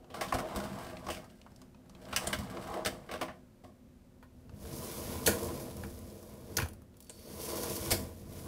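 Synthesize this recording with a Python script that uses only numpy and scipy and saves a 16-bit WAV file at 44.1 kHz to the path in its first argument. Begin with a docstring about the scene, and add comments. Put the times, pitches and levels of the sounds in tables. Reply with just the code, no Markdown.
"""Bumps and a rumble of wheels open the scene: the lower wire rack of a dishwasher rolls out, then in.
The upper rack follows, with more hiss and a ringing rail as it is pushed in; bumps clatter, small parts tick.
Random wheel contacts and bursts of dense contacts drive six resonant bodies per rack, cabinet to wheels.
Each tick is filtered noise; a short diffuse echo, a wavering fridge hum and coloured noise give the kitchen."""
import sys
import numpy as np
from scipy import signal
from scipy.fft import rfft, irfft, next_fast_len
from scipy.io import wavfile
from scipy.ndimage import uniform_filter1d

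SR = 44100
rng = np.random.default_rng(int(sys.argv[2]) if len(sys.argv) > 2 else 0)


def dump(signal):
    """Clip the signal to [-1, 1] and save it as 16-bit WAV at the path in sys.argv[1]."""
    limited = np.clip(np.atleast_2d(signal).T, -1, 1)
    pcm = np.round(limited * 32767).astype(np.int16)
    wavfile.write(sys.argv[1], SR, pcm)


N = 373527


def undb(db):
    """Decibels to gain."""
    return 10 ** (np.asarray(db) / 20)


def unit(x):
    """Scale to rms 1."""
    return x / np.sqrt(np.mean(x ** 2))


def decay(t_s, t60_s):
    """Exponential decay, 60 dB in t60_s."""
    return undb(-60 * t_s / t60_s)


def ring(x, modes):
    """Parallel resonances of alternating sign; white noise of rms 1 comes out near rms 1."""
    def bank(v):
        total = 0
        for k, (hz, width_hz, db) in enumerate(modes):
            b, a = signal.iirpeak(hz, hz / width_hz, SR)
            total = total + (-1) ** k * undb(db) * signal.lfilter(b, a, v)
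        return total
    impulse_energy = np.sum(bank(signal.unit_impulse(SR // 5)) ** 2)
    return bank(x) / np.sqrt(impulse_energy)


def band(x, hz, q):
    """One resonance passed twice for steep sides; white noise roughly keeps its rms."""
    b, a = signal.iirpeak(hz, max(q, hz / (.4 * SR)), SR)
    twice = signal.lfilter(b, a, signal.lfilter(b, a, x))
    return twice * np.sqrt(SR * q / hz / 1.6)


def walk(rate_hz):
    """Random levels held 1 / rate_hz and slewed twice; spread near 1."""
    hold = int(SR / rate_hz)
    steps = np.repeat(rng.standard_normal(N // hold + 1), hold)
    return 1.69 * uniform_filter1d(uniform_filter1d(steps, hold), hold)[:N]


def contacts(rate_hz, spread_db):
    """Irregular tiny impacts; a spread above 0 makes a few much harder, below 0 softer; rms 1."""
    hit = rng.random(N) < rate_hz / SR
    strength = undb(spread_db * rng.exponential(size=N))
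    return unit(hit * rng.standard_normal(N) * strength)


# resonances of each rack with what it rolls on, one list per body:
# cabinet, tub, panels, frame, wires, wheels or rails [f/Hz, width/Hz, level/dB]
LOWER_MODES = [
    [(53, 30, 0.5), (95, 47, 1.5)],
    [(150, 84, -7.5), (193, 34, -.5), (264.3, 12, -4.5)],
    [(335, 22, -3.5), (499.6, 56, -5), (619, 17, 2), (694, 67, -4)],
    [(816, 130, -3.5), (1034, 66, -1.5), (1178, 100, -4)],
    [(1340, 73, 2), (1583, 120, 7), (2080, 410, 0.5), (3000, 400, -1), (3780, 840, -7)],
    [(4700, 1600, 2), (7430, 4300, 2.5), (8050, 1400, 5.5), (9750, 900, -3.5), (12500, 6200, -5)],
]
UPPER_MODES = [
    [(53.4, 24, -7.5), (86.4, 22, -1.5), (103, 17.7, -4.5)],
    [(136.6, 28, -2.5), (207, 21, 0), (254, 33, -4)],
    [(334.4, 18.7, 4), (429, 60, -1.5), (489.6, 50, 2.5), (604, 30, -1.5), (648, 44, -3)],
    [(776, 210, -3), (1015, 68, 6), (1187, 162, -3.5)],
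    [(1410, 52, 3.5), (2015, 830, 0), (2215, 270, 5.5), (3500, 1600, -2.5)],
    [(4100, 1700, -12.5), (4390, 590, 0), (5140, 1960, -3), (6700, 1600, 0), (8250, 3200, -4),
     (9810, 380, 3), (10400, 1700, -1.5), (15200, 8100, -7.5)],
]
# rolling strokes of each rack [t/s, rumble level/dB, drumming level/dB, wheel hiss level/dB]
LOWER_OUT, LOWER_IN, UPPER_OUT, UPPER_IN = [
    [(0.0, -64.5, -64, -87), (0.13, -73, -60, -83.5), (0.19, -55, -52, -68), (0.29, -45, -66, -66),
     (0.34, -48, -51, -48), (0.396, -50, -38.5, -68), (0.54, -50.5, -44, -59.5), (0.762, -46.5, -49, -56),
     (1.056, -49.5, -53, -62), (1.228, -50, -55, -69), (1.302, -57, -70, -74), (1.564, -62, -70, -79),
     (1.8, -57, -68, -86)],
    [(1.8, -64, -69, -89), (1.932, -54, -64.5, -73), (2.12, -51, -52, -59), (2.226, -46, -49, -52),
     (2.296, -44.5, -48, -53), (2.374, -44.5, -51.5, -61.5), (2.622, -46, -47.5, -57.5), (2.764, -52, -39.5, -62),
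     (2.898, -47, -51.5, -67), (3.128, -61, -60.5, -72), (3.22, -46, -52, -70), (3.334, -61, -64, -74),
     (3.45, -61, -75, -88)],
    [(4.3, -63, -74, -86), (4.51, -44.5, -62, -78), (4.63, -42, -53.5, -57), (4.86, -49, -46.5, -46.5),
     (4.96, -48, -47, -47.5), (5.3, -42, -44.5, -49.5), (5.41, -43.5, -40, -49), (5.96, -46, -55.5, -60.5),
     (6.13, -51.5, -56.5, -63.5), (6.48, -51, -54, -64), (6.59, -45, -50, -61), (6.75, -50, -64, -82),
     (6.9, -62, -73, -85)],
    [(6.9, -61.5, -75, -86), (7.026, -68, -72, -74.5), (7.158, -55, -63, -65), (7.35, -53.5, -50, -53),
     (7.446, -57, -46.5, -46), (7.538, -50, -41, -45.5), (7.642, -47, -43.5, -44), (7.804, -43.5, -47.5, -46),
     (7.856, -43, -43.5, -44), (8.014, -39, -47.5, -52.5), (8.11, -46, -55.5, -64.5), (8.26, -46, -60, -63.5),
     (8.47, -44, -47.5, -55)],
]
# how each body follows the rolling [level/dB, share of rumble, share of drumming, share of hiss]
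LOWER_FOLLOW = [(-6, 0.96, .05, .01), (-3.5, .8, 0.14, 0.012), (0, .01, 0.95, .01), (-0.5, .01, 1, 0.37),
                (-1, .01, .3, 0.79), (-2.5, 0.0083, .01, 0.97)]
UPPER_FOLLOW = [(-3.5, 0.94, .01, .01), (-2.5, .6, 0.45, .01), (0.5, .01, 1, .01), (-8.5, .01, 0.91, 0.37),
                (-7.5, .01, 0.1, 0.92), (0.5, .01, .01, 1)]
HANDOVER_S = 3.8  # later bumps ring the upper rack


def racks():
    """Rolling and bumps ring the bodies of whichever rack is in hand."""
    bumps, parts = knocks()
    first = np.arange(N) < HANDOVER_S * SR
    lower = rolling([LOWER_OUT, LOWER_IN], LOWER_FOLLOW, flutter_db=1.2, rattle_hz=60, rattle_db=-3.)
    upper = rolling([UPPER_OUT, UPPER_IN], UPPER_FOLLOW, flutter_db=.8, rattle_hz=50, rattle_db=-15.)
    drives = [*(lower + bumps * first), *(upper + bumps * ~first)]
    bodies = sum(ring(drive, modes) for drive, modes in zip(drives, LOWER_MODES + UPPER_MODES))
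    return bodies + parts + rail(upper[-1])


BRISK_DB = -50  # reference level of the strokes
CONTACT_RATES_HZ = 800, 850, 2020, 2460, 4070, 8860  # cabinet to wheels
FLUTTER_RATES_HZ = 10, 12, 20, 25, 30, 40


def rolling(strokes, follow, flutter_db, rattle_hz, rattle_db):
    """Wheel contacts drive six bodies; loose wires add a random rattle of tiny clatters."""
    s, *levels_db = np.transpose(sum(map(list, strokes), []))
    t = np.arange(N) / SR
    swing_db = np.array([np.interp(t, s, level_db) - BRISK_DB for level_db in levels_db])
    gains = undb([BRISK_DB + db + np.dot(shares, swing_db) for db, *shares in follow])
    gains *= (t >= s[0]) & (t <= s[-1])
    # loose wheels load and unload every part together, and each part flutters alone
    together = .6 * walk(20)
    alone = np.array([walk(rate) for rate in FLUTTER_RATES_HZ])
    flutter = undb(flutter_db * (together + alone))
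    grit = np.array([contacts(rate, spread_db=-1.0) for rate in CONTACT_RATES_HZ])
    fade = decay(np.arange(SR // 10) / SR, .07)
    rattle = signal.fftconvolve(np.abs(contacts(rattle_hz, spread_db=1.)), fade)[:N]
    grit[4:] *= unit(1 + undb(rattle_db) * unit(rattle))  # wires and wheels only
    return gains * flutter * grit


# bumps and stops [t/s, struck part level/dB, struck part f/Hz, thud level/dB, panels level/dB,
# frame level/dB, wires level/dB, sizzle level/dB, first blow re clatter/dB, clatter t60/s]
KNOCKS = [(0.101, -55.5, 3020, -61, -49, -57, -62.5, -66, 1.5, 0.22),
          (0.1412, -54, 1360, -57, -42.5, -47.5, -48.5, -54.5, -3, 0.36),
          (0.2093, -42.5, 1720, -59, -36.5, -37.5, -40, -43, -18, 0.22),
          (0.283, -46, 3100, -58, -57, -57, -56, -55, -2, 0.15),
          (0.323, -33.5, 1570, -50, -32, -32, -45, -48, 0, 0.065),
          (0.34, -38, 1510, -35.5, -30.5, -49, -40, -42, 5, 0.12),
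          (0.385, -39, 1550, -43, -45, -40, -43.5, -44.5, -5, 0.12),
          (0.5596, -51, 1410, -37.5, -45, -45, -46, -44, 7, 0.12),
          (0.6006, -48, 1390, -50, -59, -52, -49, -49.5, 1.5, 0.06),
          (0.638, -50.5, 1530, -44, -53, -58, -51.5, -53, 1.5, 0.24),
          (1.0654, -56, 5500, -45, -41, -42, -50, -55, -3, 0.066),
          (1.0864, -49, 1610, -45, -37, -35.5, -44, -49, 1.5, 0.063),
          (1.1007, -41, 2840, -47, -44, -49, -49, -44.5, -4, 0.26),
          (1.1694, -48, 1580, -54, -48, -54, -46.5, -65, 1.5, 0.081),
          (2.1266, -37.5, 1520, -44, -44, -40, -36, -48.5, -6, 0.13),
          (2.162, -27.5, 2820, -43, -43, -46, -35, -30, 7, 0.088),
          (2.2702, -31, 9000, -41, -35, -56, -44, -35, -8, 0.051),
          (2.3283, -40, 1430, -43, -40, -39, -31.5, -37.5, 2.5, 0.1),
          (2.3864, -52, 1750, -38, -52, -49, -58, -48.5, -3, 0.12),
          (2.8485, -43, 5100, -54, -46, -49, -41, -39, 1.5, 0.056),
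          (2.8583, -29, 1630, -38, -31.5, -48, -32, -32.5, -8, 0.1),
          (3.0888, -63, 1330, -65, -46, -51, -52, -69, -4, 0.29),
          (3.112, -47, 1610, -50, -42, -44.5, -44, -50.5, 0, 0.13),
          (3.1384, -59, 2560, -56, -48, -55, -51, -60, 1.5, 0.26),
          (3.2119, -34.5, 1570, -44, -31, -32, -36.5, -42, -5, 0.12),
          (3.281, -47, 1570, -53, -46, -46.5, -53, -74, -1, 0.16),
          (3.6364, -72, 1960, -54, -51.5, -58.5, -73, -68, -5, 0.26),
          (4.2265, -62, 1460, -64, -61, -58, -66.5, -67, -4, 0.098),
          (5.2615, -27.5, 3050, -32, -29.5, -43, -34.5, -21.5, -16, 0.074),
          (5.2734, -34, 1520, -34, -28.5, -40, -32.5, -29, 7, 0.22),
          (5.8359, -46.5, 1460, -37.5, -43.5, -52, -51, -52, 3, 0.049),
          (6.568, -30.5, 6300, -46, -43, -48, -38, -32, -3, 0.056),
          (6.5833, -29, 1490, -37, -42, -39, -39, -40, -3, 0.044),
          (6.5977, -37.5, 2140, -43.5, -45, -38, -51, -41.5, -5, 0.077),
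          (6.6189, -40, 1440, -35.5, -46, -45, -43, -44, -7, 0.081),
          (7.0949, -44, 8160, -59, -52, -61, -52, -69, 0, 0.056),
          (7.9057, -33.5, 7360, -46, -42, -43, -37.5, -33, -9, 0.2),
          (7.9132, -29, 6300, -32.5, -30.5, -48, -32.5, -29.5, -3, 0.11)]
RISE_S, HOLD_S, BLOW_T60_S = .0007, .0017, .008
PUSH_DB = 19.5  # first push re body level
PART_Q = 2.26


def knocks():
    """A hard blow, then dense contacts that hold and die; returns body drives and struck parts."""
    drives, parts = np.zeros((6, N + SR)), np.zeros(N + SR)
    t = np.arange(SR // 2) / SR
    grains = contacts(14000, spread_db=2.1)
    for s, part_db, hz, thud_db, *body_db, blow_db, t60_s in KNOCKS:
        i = int(s * SR)
        gains = undb([thud_db, thud_db, *body_db])  # cabinet and tub share the thud
        tail = decay(np.maximum(t - HOLD_S, 0), t60_s)
        blow = undb(blow_db) * decay(t, BLOW_T60_S)
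        grain = grains[i:i + len(t)]
        span = slice(i, i + len(grain))
        clatter = ((1 - np.exp(-t / RISE_S)) * (tail + blow))[:len(grain)] * grain
        drives[:, span] += gains[:, None] * clatter
        drives[:4, i] += undb(PUSH_DB) * gains[:4]  # sets the slow bodies going at once
        parts[span] += undb(part_db) * band(clatter, hz, PART_Q)
    return drives[:, :N], parts[:N]


PUSH_IN_S = 6.9, 7.92
RAIL_HZ, RAIL_WIDTH_HZ, RAIL_DB, RAIL_WAVER_DB = 4500, 250, -9, 2.5


def rail(wheel_drive):
    """The rail sings: wheel contacts excite one narrow resonance while the upper rack is pushed in."""
    pushed = np.digitize(np.arange(N) / SR, PUSH_IN_S) == 1
    level = undb(RAIL_DB + RAIL_WAVER_DB * walk(9))
    return ring(wheel_drive * pushed * level, [(RAIL_HZ, RAIL_WIDTH_HZ, 0)])


# small parts settling [t/s, crack level/dB, crack centre and ring f/Hz, dull tap level/dB]
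TICKS = [(0.0434, -61.5, 2500, -56), (0.6984, -60, 2830, -52), (0.8474, -49, 3660, -54),
         (0.889, -53, 2060, -56), (0.9692, -46, 2030, -43), (1.2426, -57, 5140, -51),
         (1.3005, -58, 2840, -58), (1.415, -55, 2890, -68), (1.4634, -68, 3300, -47.5),
         (1.5183, -64, 5310, -58), (1.5605, -56, 5350, -69), (1.6167, -52, 5150, -55),
         (1.7459, -60.5, 2470, -58), (1.8584, -75, 2890, -58), (1.8956, -53, 4470, -56),
         (1.95, -54, 2570, -56), (2.053, -51, 2780, -55), (2.4723, -53, 2050, -51),
         (2.5705, -49, 2130, -39), (2.641, -54, 2520, -49), (2.701, -52.5, 8200, -55),
         (3.6444, -58, 2060, -58.5), (4.494, -61, 2640, -54), (4.6512, -63, 2520, -46),
         (5.7676, -45, 9800, -54), (5.902, -53, 6900, -62), (5.989, -52, 10300, -66),
         (6.0427, -61, 4640, -72), (6.1, -56, 5230, -67), (6.228, -54, 12400, -58),
         (6.3375, -56, 11700, -67), (6.5215, -56, 9810, -67), (6.542, -59, 4630, -61),
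         (6.659, -50, 9700, -42.5), (6.6858, -46, 9700, -59), (6.719, -66, 9820, -66),
         (6.7336, -51.5, 9810, -53), (6.8186, -60.5, 9810, -61), (6.942, -65.5, 2530, -68),
         (6.9684, -56, 9900, -66), (7.004, -48, 10900, -63), (7.025, -52, 9980, -67),
         (7.0449, -57, 9790, -70), (7.069, -60, 5200, -73), (8.334, -50, 10600, -61)]
CRACK_Q, CRACK_T60_S = .62, .029
TAP_HZ, TAP_T60_S = 950, .038
PING_Q, PING_DB, PING_T60_S = 35, -10, .028  # level re crack


def ticks():
    """A short crack, a dull tap and one brief ring of the part that slipped."""
    out, t = np.zeros(N + SR), np.arange(SR // 10) / SR
    for s, crack_db, hz, tap_db in TICKS:
        noise = rng.standard_normal(len(t))
        crack = band(noise, hz, CRACK_Q) * undb(crack_db) * decay(t, CRACK_T60_S)
        tap = band(noise * undb(tap_db) * decay(t, TAP_T60_S), TAP_HZ, 1.0)
        ping_drive = noise * undb(crack_db + PING_DB) * decay(t, PING_T60_S)
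        ping = ring(ping_drive, [(hz, hz / PING_Q, 0)])
        i = int(s * SR)
        out[i:i + len(t)] += crack + tap + ping
    return out[:N]


KITCHEN_T60_S, KITCHEN_DB = .26, -10


def kitchen_echo(near):
    """Diffuse reflections: decaying noise as impulse response, from 4 ms on."""
    t = np.arange(SR // 2) / SR
    echo = rng.standard_normal(len(t)) * decay(t, KITCHEN_T60_S) * (t > .004)
    echo *= undb(KITCHEN_DB) / np.sqrt(np.sum(echo ** 2))
    return signal.fftconvolve(near, echo)[:N]


# fridge partials [f/Hz, mid level/dB rms]
HUM = [(70, -71.5), (119, -74.5), (252, -66), (360, -74)]


def fridge_hum():
    """Sines whose level and phase waver at random."""
    t = np.arange(N) / SR
    hum = np.zeros(N)
    for hz, db in HUM:
        level = np.sqrt(2) * undb(db + 2.5 * walk(7))
        cycles = hz * t + .15 * walk(8)
        hum += level * np.sin(2 * np.pi * cycles)
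    return hum


# spectrum of room air and microphone hiss [f/Hz, relative density/dB per Hz]
AIR = [(15, -39.5), (25, -2.5), (54, -1.5), (155, -4.5), (253, -0.5), (307, -14.5), (361, -11),
       (425, -16.5), (529, -11), (733, -22), (3110, -33.5), (15100, -39), (16800, -67)]
AIR_DB = -59.5


def room_air():
    """Room air and microphone hiss: coloured noise with a slowly drifting level."""
    size = next_fast_len(N)
    hz, db = np.transpose(AIR)
    bins_hz = np.arange(size // 2 + 1) * SR / size
    colour = undb(np.interp(np.log(bins_hz + 1), np.log(hz), db))
    air = irfft(rfft(rng.standard_normal(size)) * colour, size)[:N]
    return unit(air) * undb(AIR_DB + .27 * walk(.71))


def scene():
    """Racks and ticks with their echo, over the background; one microphone feeds both channels."""
    near = racks() + ticks()
    mono = near + kitchen_echo(near) + fridge_hum() + room_air()
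    return np.tile(mono, (2, 1))


TOP_HZ = 15700


def record(dry):
    """The recorder cuts the top with a steep elliptic low-pass."""
    return signal.sosfilt(signal.ellip(10, .2, 60, TOP_HZ, fs=SR, output="sos"), dry)


dry = scene()
out = record(dry)
dump(out)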